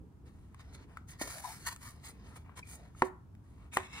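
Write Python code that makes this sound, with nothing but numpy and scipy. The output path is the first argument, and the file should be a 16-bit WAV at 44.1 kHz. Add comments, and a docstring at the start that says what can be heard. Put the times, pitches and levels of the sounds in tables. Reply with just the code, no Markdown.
"""In a small quiet room, fingers brush a wooden puzzle box close to the microphone and its panels tick.
At 1.2 s the lid breaks free with a dull thock and slides open, rasping and chattering in its grooves.
More rubs, ticks and faint squeaks follow. At 3 s the box is set down on the table with a hollow knock.
From 3.7 s it is pushed along, knocking once more as it starts to scrape.
Every rub is a stream of tiny slips; every knock is a few fading tones plus a short burst of noise."""
import sys
import numpy as np
from scipy import signal
from scipy.fft import rfft, irfft, next_fast_len
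from scipy.io import wavfile
from scipy.ndimage import map_coordinates

SR = 44100
rng = np.random.default_rng(int(sys.argv[2]) if len(sys.argv) > 2 else 0)


def master(y):
    """Save y as 16-bit WAV."""
    cut = np.clip(np.atleast_2d(y).T, -1, 1)
    pcm = np.round(cut * 32767)  # scale
    wavfile.write(sys.argv[1], SR, pcm.astype(np.int16))


N = 176400  # 4 seconds
ATTACK_S = 0.00032  # how quickly struck wood starts to sound

# The hiss of skin sliding on wood. Each row: frequency in Hz, relative level in dB.
SKIN_HISS = [(3000, -33.5), (6000, -3.5), (8000, 1.5), (10000, 4.5), (12000, -19.5), (13500, 0),
             (15500, -13.5)]


def amp(db):
    """Turn decibels into a number to multiply by."""
    return 10 ** (np.asarray(db) / 20)


def unit(x):
    """Scale a signal so that its average strength (rms) is 1."""
    return x / np.sqrt(np.mean(x ** 2) + 1e-20)


def clock():
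    """The time of every sample, in seconds."""
    return np.arange(N) / SR


def along(points, hz):
    """Read a curve of (Hz, value) points, giving every octave equal space."""
    freqs, values = np.transpose(points)
    return np.interp(np.log(hz + 1), np.log(freqs + 1), values)


def filtered(x, response):
    """Multiply each frequency in x by response(hz)."""
    size = next_fast_len(N + 8192)
    return irfft(rfft(x, size) * response(np.fft.rfftfreq(size, 1 / SR)), size)[..., :N]


def coloured(x, spectrum):
    """Shape the tone of x with (Hz, dB) points, then scale it to strength 1."""
    return unit(filtered(x, lambda hz: amp(along(spectrum, hz))))


def wobble(rate):
    """A smooth random curve that passes through `rate` new values a second."""
    seconds = np.linspace(0, N / SR, num=8192)
    curve = map_coordinates(rng.standard_normal(4096), [seconds * rate], mode="wrap")
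    return np.interp(clock(), seconds, curve)


def spread(pair, width):
    """Make left and right from one shared signal and one that is added left, subtracted right."""
    return np.array([pair[0] + width * pair[1], pair[0] - width * pair[1]])


def level(rows):
    """A loudness curve through (seconds, dB) points, silent outside them."""
    times, db = np.transpose(rows)
    return amp(np.interp(clock(), times, db, left=-120, right=-120))


def arch(start, length):
    """A swell that rises and falls like half a sine wave."""
    return np.sin(np.pi * np.clip((clock() - start) / length, 0, 1))


def ring(tones, t, rise):
    """Tones struck at t = 0. A fade time, here and below, is the time taken to drop 60 dB."""
    t = np.maximum(t, 0)
    ringing = sum(amp(db - 60 * t / fade) * np.sin(2 * np.pi * hz * t) for hz, db, fade in tones)
    return ringing * (1 - np.exp(-t / rise))


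def add(track, start, sound):
    """Mix a sound into the track, `start` seconds in."""
    part = track[round(start * SR):][:len(sound)]
    part += sound[:len(part)]


def rumble():
    """The room's steady low rumble and faint airy hiss, wider in the highs."""
    # The tone of the quiet room. Each row: frequency in Hz, relative level in dB.
    colour = [(12, -57), (20, -26), (36, -7.5), (70, 2), (207, -11), (274, -15), (452, -26), (549, -32.5),
              (932, -31), (1270, -37), (1980, -47), (3000, -51), (4070, -54), (15500, -56.5)]
    width = [(100, 0.16), (2000, 1.0)]  # Each row: frequency in Hz, stereo width.
    noise = coloured(rng.standard_normal((2, N)), colour)
    noise = filtered(noise, lambda hz: np.array([np.ones_like(hz), along(width, hz)]))
    return amp(-54) * spread(noise, 1.0)


def room(x):
    """Quick echoes of x off the table and hands, then the short tail of the room."""
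    # How long the room rings. Each row: frequency in Hz, fade time in seconds.
    fades = [(100, 0.24), (400, 0.26), (1200, 0.43), (2500, 0.24), (6000, 0.22), (15000, 0.45)]
    # The tone of the echoes. Each row: frequency in Hz, relative level in dB.
    colour = [(100, 0.5), (400, 10.5), (1000, -0.5), (1700, 3.5), (2700, 0.5), (15000, 3)]
    # How wide the echoes sound. Each row: frequency in Hz, stereo width (0 is mono).
    width = [(100, 0.13), (400, 0.46), (1500, 1), (6000, 1), (10000, .4)]
    hz, t, bands = signal.stft(rng.standard_normal((2, SR // 2)), SR, nperseg=256)
    bands = spread(bands, along(width, hz)[:, None]) * amp(along(colour, hz))[:, None]
    fading = lambda fade_s: signal.istft(bands * amp(-60 * t / fade_s), SR, nperseg=256)[1]
    early = fading(fade_s=0.048)
    tail = fading(along(fades, hz)[:, None])[::-1]  # left and right swapped
    tail = np.roll(tail, SR // 256, axis=1)  # about 4 ms after the quick echoes
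    echoes = amp(-15.5) * (early / np.linalg.norm(early[0]) + tail / np.linalg.norm(tail[0]))
    echoes = np.pad(echoes, ((0, 0), (SR // 400, 0)))  # all arrive 2.5 ms late
    return signal.fftconvolve(x.mean(0)[None], echoes, axes=1)[:, :N]


def friction(spectrum, ringing):
    """Rubbing: many tiny uneven slips shake the thin panels; `ringing` sets how much they colour it."""
    # Pitches the panels favour. Each row: centre in Hz, width in Hz, boost in dB when ringing is 1.
    panels = [(1080, 53, 2.5), (1340, 130, 2.5), (1860, 130, 7), (2262, 190, 7), (2854, 160, 3),
              (3270, 210, 2), (4345, 380, 5), (4970, 130, 5.5), (6530, 380, 6.5), (8700, 130, -12)]
    slips_per_s, size_spread_db, judder_db = 1800, 2.5, 1.65
    ripple_db, ripple_spacing_hz, shifts_per_s = 4.5, 168, 9
    slips = (rng.random((2, N)) < slips_per_s / SR) * rng.choice([-1, 1], (2, N))
    slips = slips * amp(size_spread_db * rng.standard_normal(N))
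    force = unit(slips) + 0.77 * rng.standard_normal((2, N))  # smooth hiss between the slips
    force *= amp(judder_db * wobble(140))
    # Finer peaks and dips wander at random, as if the grip were shifting.
    hz, t, bands = signal.stft(force, SR, nperseg=1024)
    grid = np.meshgrid(hz / ripple_spacing_hz, t * shifts_per_s, indexing="ij")
    ripple = map_coordinates(rng.standard_normal((256, 32)), grid, mode="wrap")
    depth_db = ripple_db * (hz / (hz + 1000))[:, None]  # shallower in the lows
    force = signal.istft(bands * amp(depth_db * ripple), SR, nperseg=1024)[1][:, :N]
    boost_db = lambda f: sum(db / (1 + (2 * (f - centre) / width) ** 2) for centre, width, db in panels)
    wood = filtered(force, lambda f: amp(ringing * boost_db(f)))
    return spread(coloured(wood, spectrum), width=0.45)


def bumps():
    """The hands bump dully on the wood: soft swells of low noise."""
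    # The bumps. Each row: start in seconds, length in seconds, level in dB.
    swells = [(-.06, 0.15, -52.5), (0.216, 0.1, -58), (0.656, 0.29, -57.5), (1.564, 0.09, -59.5),
              (1.987, 0.46, -61.5)]
    # Their dull tone. Each row: frequency in Hz, relative level in dB.
    colour = [(30, -38), (70, 5), (130, -3.5), (300, -5.5), (500, -11.5), (1000, -71)]
    loudness = sum(amp(db) * arch(start, length) for start, length, db in swells)
    return loudness * coloured(rng.standard_normal(N), colour)


def fingers():
    """Fingers brush the box: each stroke swells, holds and fades with its own mix of three tones."""
    # The strokes. Each row: middle, rise, hold and fall in seconds, then body, rasp and hiss in dB.
    strokes = [(.272, 0.016, 0.0096, 0.034, -72.5, -73.5, -79), (0.384, 0.11, 0.045, 0.18, -75, -84, -84.5),
               (0.6, 0.0077, 0.0038, 0.022, -70, -63.5, -71.5),
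               (0.683, 0.11, 0.082, 0.029, -71, -74.5, -84),
               (0.75, 0.015, 0.0038, 0.015, -86, -61.5, -63.5),
               (0.806, 0.051, 0.06, 0.027, -66.5, -70, -85), (0.934, 0.045, 0.05, 0.082, -68, -77, -86),
               (1.101, 0.018, 0.015, 0.036, -73, -59.5, -56.5), (1.141, 0.017, 0.01, 0.041, -67, -68, -83),
               (2.07, 0.021, 0.033, 0.034, -65, -57, -54.5), (1.998, 0.098, 0.088, 0.044, -71, -74, -83),
               (2.168, 0.06, 0.13, 0.084, -71, -76.5, -105),
               (2.326, 0.056, 0.084, 0.079, -66.5, -69, -75.5),
               (2.364, 0.0088, 0.0037, 0.019, -63, -65, -62),
               (2.469, 0.018, 0.021, 0.11, -65.5, -92, -106.5),
               (2.587, 0.02, 0.014, 0.013, -58.5, -54.5, -58),
               (2.724, 0.076, 0.02, 0.039, -74, -60.5, -70.5),
               (2.738, 0.053, 0.028, 0.022, -78, -81, -54.5), (2.82, 0.044, .05, 0.087, -68, -72, -82),
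               (3.019, 0.067, 0.013, 0.02, -66, -63.5, -66.5),
               (3.057, 0.019, 0.0048, 0.032, -73.5, -65, -62),
               (3.504, 0.044, 0.078, 0.096, -77, -84.5, -85),
               (3.639, 0.052, 0.038, 0.044, -69, -81.5, -87.5)]
    # The woody body of a rub. Each row: frequency in Hz, relative level in dB.
    body = [(200, -3.5), (600, 2), (1050, 4.5), (1500, -1.5), (1900, -5.5), (2350, -9), (2700, -6.5),
            (5000, -28)]
    # The brighter rasp of skin. Each row: frequency in Hz, relative level in dB.
    rasp = [(1000, -3.5), (2000, 4), (2700, -2), (3600, 2.5), (4300, -1.5), (6500, -5.5), (10000, -17),
            (15000, -25.5)]
    t, gains = clock(), np.zeros((3, N))
    for middle, rise, hold, fall, *levels_db in strokes:
        before = np.maximum(middle - hold / 2 - t, 0) / rise
        after = np.maximum(t - middle - hold / 2, 0) / fall
        gains += amp(levels_db)[:, None] * np.exp(-2 * np.minimum(before + after, 10) ** 2)
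    colours = (body, rasp, SKIN_HISS)
    return sum(gain * friction(colour, ringing=1.11) for gain, colour in zip(gains, colours))


def crack(t):
    """The brief bright snap of hard wood meeting wood at t = 0."""
    # The tone of the snap. Each row: frequency in Hz, relative level in dB.
    colour = [(500, -11), (2000, 17), (5000, -4), (7000, 4), (9000, 1.5), (12000, -5), (15500, -7)]
    fade_s = 0.0091
    t = np.maximum(t, 0)
    gains = amp(along(colour, np.fft.rfftfreq(len(t), 1 / SR)))
    noise = irfft(rfft(rng.standard_normal(len(t))) * gains, len(t))
    return unit(noise) * amp(-60 * t / fade_s) * (1 - np.exp(-t / ATTACK_S))


def ticks():
    """Panels and fingernails tick: each tick is a snap and the short ring of one panel."""
    # The ticks. Each row: start in seconds, level in dB, pitch in Hz, snap in dB relative to that level.
    taps = [(0.5451, -52, 1100, 5), (0.595, -53.5, 1090, 0), (0.7276, -62, 2160, 3),
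            (0.9713, -37.5, 1330, -2), (1.7619, -51, 1300, 15), (2.358, -54, 1020, -12),
            (2.494, -47.5, 1093, -28), (2.577, -48.5, 1000, 0), (2.591, -47, 1005, -15),
            (2.9496, -53.5, 1274, -26.5), (3.351, -61, 1872, 6), (3.8, -38, 1050, -30)]
    # A panel's tones. Each row: multiple of the pitch, relative level in dB, fade time in cycles.
    panel_tones = [(0.999, 5, 23), (1.42, -10, 49), (1.72, -7, 37)]
    track, t = np.zeros(N), np.arange(SR // 3) / SR
    for start, db, hz, snap_db in taps:
        tones = [(hz * ratio, tone_db, cycles / (hz * ratio)) for ratio, tone_db, cycles in panel_tones]
        add(track, start, amp(db) * (ring(tones, t, ATTACK_S) + amp(snap_db) * crack(t)))
    return track


def push():
    """The hand slips as it takes hold, and the box scrapes over the table."""
    # How loud the scrape is. Each row: time in seconds, level in dB.
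    loudness = [(3.712, -74.5), (3.728, -54), (3.738, -46.5), (3.765, -48), (3.80, -51), (3.85, -55),
                (3.895, -64.5), (3.92, -53.5), (3.955, -47.5), (3.985, -43.5), (4.0, -48)]
    # The tone of the box rubbing the table. Each row: frequency in Hz, relative level in dB.
    tabletop = [(200, -10), (600, -14), (980, -3), (1400, -8.5), (1700, -8.5), (2150, -1), (2400, -4.5),
                (2650, 3), (3050, -12.5), (3800, -5.5), (4300, -21), (5800, -17.5), (6800, -12),
                (10000, -21.5), (15000, -35)]
    scrape = level(loudness) * friction(tabletop, ringing=0.2)
    hand_slip = amp(-47.5) * arch(start=3.727, length=0.045) * friction(SKIN_HISS, ringing=0.67)
    return scrape + hand_slip


def knocks():
    """In each knock the box lands on two edges in turn, ringing its walls and the hollow inside."""
    # The knocks. Each row: start in seconds, level in dB, delay of the second edge in seconds, its
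    # relative dB, softness in seconds, hollow's relative dB, wall pitch factor, wall fade factor,
    # snap's relative dB.
    landings = [(3.0211, -8.5, 0.00197, -17, 0.00033, -3, 0.94, 0.94, -17.5),
                (3.7694, -24.5, 0.00161, 10, 0.000051, 2.5, 1, 0.6, -4)]
    # Wall tones before each knock adjusts them. Each row: pitch in Hz, level in dB, fade in seconds.
    walls = [(821, -16.5, 0.078), (972, -2.5, 0.021), (1054, -3, 0.024), (1172, -10.5, 0.04),
             (1380, -6, 0.022), (1905, 0.5, 0.015), (2250, -14.5, 0.015), (2900, -12.5, 0.017),
             (5090, -15.5, 0.011)]
    # The hollow's low tones. Each row: pitch in Hz, relative level in dB, fade time in seconds.
    hollow = [(190, -25, 0.066), (257.5, -30, 0.12), (290, -18, 0.055), (372.3, -12.5, 0.14),
              (521.6, -20.5, 0.076), (630, -20.5, 0.03)]
    track, t = np.zeros(N), np.arange(SR // 3) / SR
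    for start, db, delay, second_db, softness, hollow_db, pitch, fade_factor, snap_db in landings:
        # A softer landing takes more away from the high tones.
        loss_db = lambda hz: 10 * np.log10(1 + (np.pi * hz * softness) ** 2)
        tones = [(hz * pitch, wall_db - loss_db(hz), fade * fade_factor) for hz, wall_db, fade in walls]
        contact = lambda age: ring(tones, age, ATTACK_S) + amp(snap_db) * crack(age)
        edges = contact(t) + amp(second_db) * contact(t - delay)
        boom = amp(hollow_db) * ring(hollow, t, rise=0.00063)
        add(track, start, amp(db) * (edges + boom))
    return track


def lid_release():
    """The lid breaks free with a dull thock, muffled by the hands."""
    # The thock's tones. Each row: pitch in Hz, level in dB, fade time in seconds.
    tones = [(306, -25.5, 0.031), (620, -26.5, 0.018), (770, -19.5, 0.0089), (1780, -36, .02),
             (2240, -32.5, 0.022)]
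    start_s = 1.2133
    return ring(tones, clock() - start_s, rise=0.0014)


def lid():
    """The lid rasps along its grooves and chatters at a rough, gliding pitch where it sticks."""
    # How loud the sliding is. Each row: time in seconds, level in dB.
    slide = [(1.175, -78), (1.2, -53), (1.218, -39.5), (1.242, -48), (1.396, -48.5), (1.42, -58),
             (1.448, -50), (1.504, -49.5), (1.635, -61.5), (1.67, -40.5), (1.686, -37), (1.698, -53),
             (1.728, -47), (1.752, -66), (1.785, -75), (1.83, -53), (1.886, -53), (1.99, -84)]
    # The tone of wood rubbing in a groove. Each row: frequency in Hz, relative level in dB.
    groove = [(200, -9), (500, -9), (1000, 0), (1500, 0), (2050, 1), (2700, -6), (3600, -6), (4300, -4),
              (5500, -6), (7500, -3), (10500, -1.5), (12300, -10), (14000, -4), (15500, -13.5)]
    # Groans and squeaks. Each row: start and length in seconds, first and last pitch in Hz, level in dB.
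    squeaks = [(1.218, 0.083, 427, 584, -53.5), (1.307, 0.14, 600, 776, -57.5),
               (1.436, 0.034, 1000, 808, -40.5), (1.455, 0.086, 777, 874, -51),
               (1.657, 0.045, 1080, 934, -44.5), (1.646, 0.063, 1463, 1340, -50.5),
               (1.688, 0.056, 980, 1070, -55), (1.798, 0.132, 1010, 1212, -59),
               (2.627, 0.013, 2450, 2280, -50), (2.685, 0.15, 799, 722, -67.5),
               (2.704, 0.21, 476.4, 644, -67.5)]
    overtone_db = -27.5
    # Two random curves make the tone rough: their joint size shakes its level, their angle its pitch.
    rough = unit(wobble(300)) + 1j * unit(wobble(300))
    chatter = np.zeros(N)
    for start, length, first_hz, last_hz, db in squeaks:
        hz = np.interp(clock(), [start, start + length], [first_hz, last_hz])
        phase = 2 * np.pi * np.cumsum(hz) / SR + np.angle(rough)
        tone = np.sin(phase) + amp(overtone_db) * np.sin(2 * phase)
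        chatter += amp(db) * arch(start, length) * np.abs(rough) * tone
    return level(slide) * friction(groove, ringing=0.77) + chatter


def left_and_right(x, balance):
    """Sound reaches the two sides of the microphone with unequal level and timing."""
    # How far the left wave runs ahead of the right. Each row: frequency in Hz, lead in radians.
    left_lead = [(100, 0), (800, .45), (1400, .45), (2000, 1.4), (2700, 3), (3400, 3.6), (4200, 5.3),
                 (5000, 5.3), (6400, 3.4), (7500, 2.4), (8800, .4), (9900, -.5), (11300, -3), (12100, -3.3),
                 (13500, -6.1), (15000, -6.5)]
    side = np.array([[0.5], [-0.5]])
    return filtered(x, lambda hz: amp(side * along(balance, hz))
                    * np.exp(1j * side * along(left_lead, hz)))


def scene():
    """The box in the hands, then on the table, with its echoes, over the room's rumble."""
    # Where the held box is heard. 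Each row: frequency in Hz, left minus right in dB.
    held_balance = [(60, -5), (330, -2.5), (750, 7.5), (1800, 3), (2600, 0.5), (5400, -5.5), (6600, 0),
                    (10000, 0)]
    # Where it is heard on the table. Each row: frequency in Hz, left minus right in dB.
    table_balance = [(60, -3), (380, -2.5), (750, 0), (1300, 0.5), (1900, 5.5), (3000, -4.5), (5500, -2.5),
                     (7000, 1.5), (10000, 0)]
    held = lid() + lid_release() + fingers() + bumps() + ticks()
    on_table = knocks() + push()
    background = rumble()
    held = left_and_right(held + room(held), held_balance)
    on_table = left_and_right(on_table + room(on_table), table_balance)
    return background + held + on_table


def record(dry):
    """The microphone softens the deepest bass and cuts off the highest treble."""
    # The microphone's tone. Each row: frequency in Hz, boost or cut in dB.
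    microphone = [(20, -11), (45, 0), (10500, 1), (15800, -3.5)]
    top_hz = 15800
    return filtered(dry, lambda hz: amp(along(microphone, hz)) * (hz < top_hz))


dry = scene()
out = record(dry)
master(out)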